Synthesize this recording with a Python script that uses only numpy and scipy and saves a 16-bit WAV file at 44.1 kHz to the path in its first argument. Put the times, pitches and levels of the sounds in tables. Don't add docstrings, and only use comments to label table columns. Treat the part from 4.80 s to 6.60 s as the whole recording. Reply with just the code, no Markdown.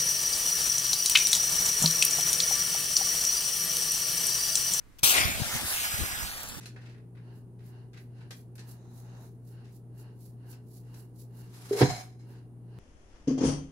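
import sys
import numpy as np
from scipy import signal
from scipy.fft import rfft, irfft
from scipy.io import wavfile
from scipy.ndimage import uniform_filter1d

SR = 44100
rng = np.random.default_rng(int(sys.argv[2]) if len(sys.argv) > 2 else 0)


def wrap_up_sound(samples):
    columns = np.atleast_2d(samples).T
    tamed = np.clip(columns, -1, 1)
    steps = np.round(tamed * 32767).astype(np.int16)
    wavfile.write(sys.argv[1], SR, steps)


N = 79380
IGNITE_S = .2285
FRAME, HOP = 512, 128
T = np.arange(N) / SR
FRAME_T, HZ = np.arange(N // HOP + 5)[:, None] * HOP / SR, np.fft.rfftfreq(FRAME, 1 / SR)


def amp(db):
    return 10 ** (np.asarray(db) / 20)


def unit(x):
    return x / np.sqrt(np.mean(abs(x) ** 2) + 1e-20)


def bell(x, centre, width):
    return np.exp(-((x - centre) / width) ** 2)


def curve(table, t):
    times, *columns = np.transpose(table)
    return np.array([np.interp(t, times, c) for c in columns])


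def spectrum(table, hz):
    freqs, *columns = np.transpose(table)
    return np.array([np.interp(np.log(hz + 1), np.log(freqs), c) for c in columns])


def coloured(table, channels=2):
    gain = amp(spectrum(table, np.fft.rfftfreq(N, 1 / SR)))
    return unit(irfft(rfft(rng.standard_normal((channels, N))) * gain, N))


def drift(shape, size, axis=0):
    return unit(uniform_filter1d(uniform_filter1d(rng.standard_normal(shape), size, axis), size, axis))


def fuse():
    # f/Hz, likeness/0-1
    likeness = [(100, 0.6), (800, 0.94), (2000, 0.81), (3300, 0.57), (4500, 0.87), (8500, 0.88),
                (12000, 0.5), (16000, 0.9)]
    # t/s, left port lead/ms
    lead = [(.33, .28), (.385, .42), (.5, .41), (.6, .37), (.73, .18), (.82, .225), (.95, .3), (1.03, .36),
            (1.17, .39), (1.24, .372), (1.40, .392), (1.53, .31), (1.62, .295), (1.71, .27), (1.8, .275)]
    swing_blur = .57 * bell(FRAME_T, .71, .24) * (1 - bell(HZ, 0, 3000))
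    coherence = spectrum(likeness, HZ) * (1 - swing_blur)
    lead_s = curve(lead, FRAME_T)[0] / 1000
    left = spray()
    right = coherence * left + np.sqrt(1 - coherence ** 2) * spray()
    right *= np.exp(-2j * np.pi * HZ * lead_s)
    ports = np.array([left, right]) * jet_colour()
    _, hiss = signal.istft(ports.transpose(0, 2, 1), nperseg=FRAME, noverlap=FRAME - HOP)
    return jet_level() * unit(hiss[:, :N])


def spray():
    sparks_per_s, spread_db, decay_s = 640, 4, .00047
    start_db, rise_db_per_s = -16, 4
    n = (len(FRAME_T) - 1) * HOP
    pops = (rng.random(n) < sparks_per_s / SR) * amp(spread_db * np.minimum(rng.exponential(1, n), 4))
    crackle = signal.lfilter([1], [1, -np.exp(-1 / (decay_s * SR))], pops) * rng.standard_normal(n)
    sound = rng.standard_normal(n) + amp(start_db + rise_db_per_s * np.arange(n) / SR) * unit(crackle)
    return unit(signal.stft(sound, nperseg=FRAME, noverlap=FRAME - HOP)[2].T)


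def jet_level():
    # t/s, level/dB
    strength = [(.236, -16), (.26, -19), (.32, -19), (.332, -23.5), (.36, -22.5), (.41, -25.5),
                (.44, -27.5), (.535, -32), (.70, -33), (.75, -29.5), (.83, -35), (.87, -31), (1.04, -28),
                (1.13, -30.5), (1.21, -31), (1.33, -33.5), (1.475, -34.5), (1.505, -36.5), (1.66, -40.5),
                (1.8, -44)]
    spit_s, spit_db, fade_db_per_s = .186, -47.5, 750
    smoulder_db, attack_s = -64, .006
    spit = amp(spit_db - fade_db_per_s * abs(T - spit_s))
    smoulder = amp(smoulder_db) * (T < IGNITE_S)
    sputter = unit(amp(4 * drift(N, size=70)))
    flicker_db = .47 * drift(N, size=500) + .5 * drift(N, size=90)
    attack = np.clip((T - IGNITE_S) / attack_s, 0, 1) ** 2
    return (T > spit_s) * (spit + smoulder) * sputter + attack * amp(curve(strength, T)[0] + flicker_db)


def band_db(table, width_hz):
    centre_hz, gain_db = curve(table, FRAME_T)
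    return gain_db * bell(HZ, centre_hz, width_hz)


def jet_colour():
    # f/Hz, left/dB, right/dB, extra right lag/rad
    flare = [(60, -27, -20, 0), (354, -3, -10, -1), (630, 4.5, 0, 0), (1320, 1, 0, 0.1), (2020, -6, -3, 0),
             (2620, 2.5, 4.5, 1.8), (3340, 1, -8, 0.5), (3850, 3.5, -15, 0.5), (4950, -0.5, -6, -1.4),
             (5900, 2, 1, -0.2), (6900, -0.5, -3, 4.5), (7800, -1, -6.5, 3.5), (9800, 2.5, 2.5, 5),
             (10600, -4, -8.5, 7), (11270, -5, 5, 9), (12200, -1, 5.5, 9), (15500, -4.5, 0.5, 9.3)]
    # f/Hz, left/dB, right/dB, extra right lag/rad
    burn = [(60, -22, -7.5, -0.5), (362, -4, -7.5, -1.13), (750, 4.5, 5.5, -0.55),
            (1060, -3.5, -0.5, -1.27), (1666, 1, 7.5, -1.33), (2490, 1, 3.5, -0.18), (3300, 2, -1, -1),
            (3860, 0, -1, -1.6), (4860, 0, -1, -0.5), (6600, -2, -1.5, -0.95), (7800, -5, -1.5, 0.05),
            (9030, 0, -2.5, -0.8), (10140, -6, -2, -0.2), (13100, -8.5, -0.5, 1.2),
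            (14900, -11.5, 0.5, 4.5), (16400, -36, -13, 6)]
    # t/s, tilt/(dB/octave)
    tilt = [(.23, -0.5), (.32, 0), (.36, -1.18), (.5, 0), (.6, -0.5), (.75, 0.75), (.83, 1.3), (.92, 1.05),
            (1.05, 1), (1.25, -0.5), (1.55, -0.27), (1.8, 0.1)]
    # t/s, gain/dB
    body = [(.3, -13), (.355, 0), (.45, -6), (.54, -1.5), (.66, -5.5), (.8, 4.5), (.92, -3.5), (1.08, -7),
            (1.2, -6.5), (1.43, -8), (1.6, -4), (1.8, -2)]
    # t/s, f/Hz, right gain/dB
    roar = [(.31, 2640, -2), (.35, 2300, 11.5), (.38, 2170, 10.5), (.412, 2300, 11.5), (.44, 2090, 9.5),
            (.48, 2300, 8.5), (.54, 2330, 5.5), (.62, 2400, -1)]
    # t/s, f/Hz, gain/dB
    swish = [(.6, 5900, 0), (.77, 7500, 5.5), (.85, 10500, 6), (.91, 10400, 10), (1.0, 8840, 0.5),
             (1.1, 8950, 1.5)]
    # t/s, f/Hz, gain/dB
    hollow = [(.77, 5600, -0.5), (.85, 5400, -10), (.93, 4740, -11), (1.0, 3640, -11), (1.15, 3300, -10),
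              (1.8, 3000, -11)]
    # t/s, left minus right/dB
    shadow = [(.33, 4.5), (.385, 11.5), (.48, 6), (.58, 2.5), (.65, 6), (.73, 2.5), (.82, 5), (.9, 2.5),
              (1.45, -1), (1.65, 2), (1.8, 1.5)]
    flare_end_s, settle_s = .3455, .039
    pivot_hz, body_hz, roar_left_share = 6000, 540, .65
    settled = .5 + .5 * np.tanh((FRAME_T - flare_end_s) / settle_s)
    early, late = spectrum(flare, HZ)[:, None], spectrum(burn, HZ)[:, None]
    lag_rad = np.angle((1 - settled) * np.exp(1j * early[2]) + settled * np.exp(1j * late[2]))
    db = (1 - settled) * early[:2] + settled * late[:2]
    octave = np.log2(np.maximum(HZ, 200))
    db += curve(tilt, FRAME_T)[0] * (octave - np.log2(pivot_hz))
    db += curve(body, FRAME_T)[0] * bell(octave, np.log2(body_hz), width=1)
    roar_db = band_db(roar, width_hz=450)
    db[0] += roar_left_share * roar_db
    db[1] += roar_db + band_db(swish, width_hz=980) + band_db(hollow, width_hz=870)
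    patches = unit(uniform_filter1d(drift(db.shape[1:], size=10), size=7, axis=1))
    ripple = unit(uniform_filter1d(drift(db.shape[1:], size=14), size=2, axis=1))
    db += 1.68 * patches + 2 * bell(HZ, 0, 2500) * ripple
    shadow_db = curve(shadow, FRAME_T)[0] * (1 - bell(HZ, 0, 2250))
    left, right = amp(db + np.array([shadow_db, -shadow_db]) / 2)
    return np.array([left, right * np.exp(-1j * lag_rad)])


def snaps():
    # t/s, level before filter and pan/dB
    sparks = [(.6788, -31), (1.2809, -27), (1.6331, -24), (1.6885, -28)]
    decay_s, highpass_hz, left_db = .0019, 7000, -8
    envelope = sum((T >= t) * amp(db) * np.exp(-abs(T - t) / decay_s) for t, db in sparks)
    highpass = signal.butter(2, highpass_hz, "high", fs=SR, output="sos")
    ticks = signal.sosfilt(highpass, envelope * rng.standard_normal((2, N)))
    return ticks * amp([[left_db], [0]])


def wind():
    # t/s, sigma/s, left/dB, right/dB
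    gusts = [(.102, 0.0056, -51.5, -55), (0.239, 0.0055, -31.5, -43), (.405, 0.033, -44, -36),
             (.49, 0.026, -32, -35), (0.591, 0.014, -34, -48), (0.664, 0.011, -41, -43),
             (.757, 0.016, -34, -34.5), (.84, 0.022, -40.5, -41), (1.22, 0.021, -29, -38),
             (1.413, 0.02, -46.5, -40), (1.47, 0.034, -48, -45.5), (1.725, 0.018, -62, -42),
             (1.785, 0.02, -49, -40)]
    # f/Hz, relative density/dB
    rumble = [(12, -30), (25, -24), (45, -3), (80, 3), (110, -2), (160, -6), (230, -4.5), (380, -16),
              (700, -37), (2000, -46)]
    breeze_db, flutter_db = -51.5, 2
    power = sum((amp([[left], [right]]) * bell(T, t, sigma * np.sqrt(2))) ** 2
                for t, sigma, left, right in gusts)
    power += amp(breeze_db) ** 2 * (T > IGNITE_S)
    flutter = unit(amp(flutter_db * drift((2, N), size=200, axis=1)))
    return np.sqrt(power) * flutter * coloured(rumble)


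def thumps():
    # t/s, f/Hz, left/dB, right/dB
    puffs = [(0.232, 65, -30, -35), (0.4544, 79, -48, -17.5), (0.5542, 84, -54, -29),
             (0.601, 170, -26.5, -52), (0.6191, 113, -16.5, -50), (.752, 70, -39, -35.5),
             (1.1414, 92, -26.5, -50), (1.1917, 86, -26, -44), (1.2223, 62.4, -23.5, -38),
             (1.331, 75, -33, -55), (1.428, 63, -54, -30.5)]
    rise_cycles, fall_cycles = .1, .86
    out = np.zeros((2, N))
    for t, hz, left_db, right_db in puffs:
        cycles = hz * (T - t)
        envelope = bell(cycles, 0, np.where(T < t, rise_cycles, fall_cycles))
        out += amp([[left_db], [right_db]]) * envelope * np.cos(2 * np.pi * cycles)
    return out


def outdoor_air():
    # f/Hz, relative density/dB
    ambience = [(20, 8), (80, 1), (170, -6), (350, -10.5), (650, -19.5), (1200, -18.5), (1900, -19),
                (3400, -27.5), (7000, -29), (16000, -36)]
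    level_db, shared = -55, .25
    air = coloured(ambience, channels=3)
    return amp(level_db) * (np.sqrt(shared) * air[-1] + np.sqrt(1 - shared) * air[:2])


def scene():
    return fuse() + snaps() + wind() + thumps() + outdoor_air()


def record(dry):
    edge_hz = 15800
    lowpass = signal.firwin(511, edge_hz, window=("kaiser", 9), fs=SR)
    return signal.oaconvolve(dry, lowpass[None], "same")


dry = scene()
out = record(dry)
wrap_up_sound(out)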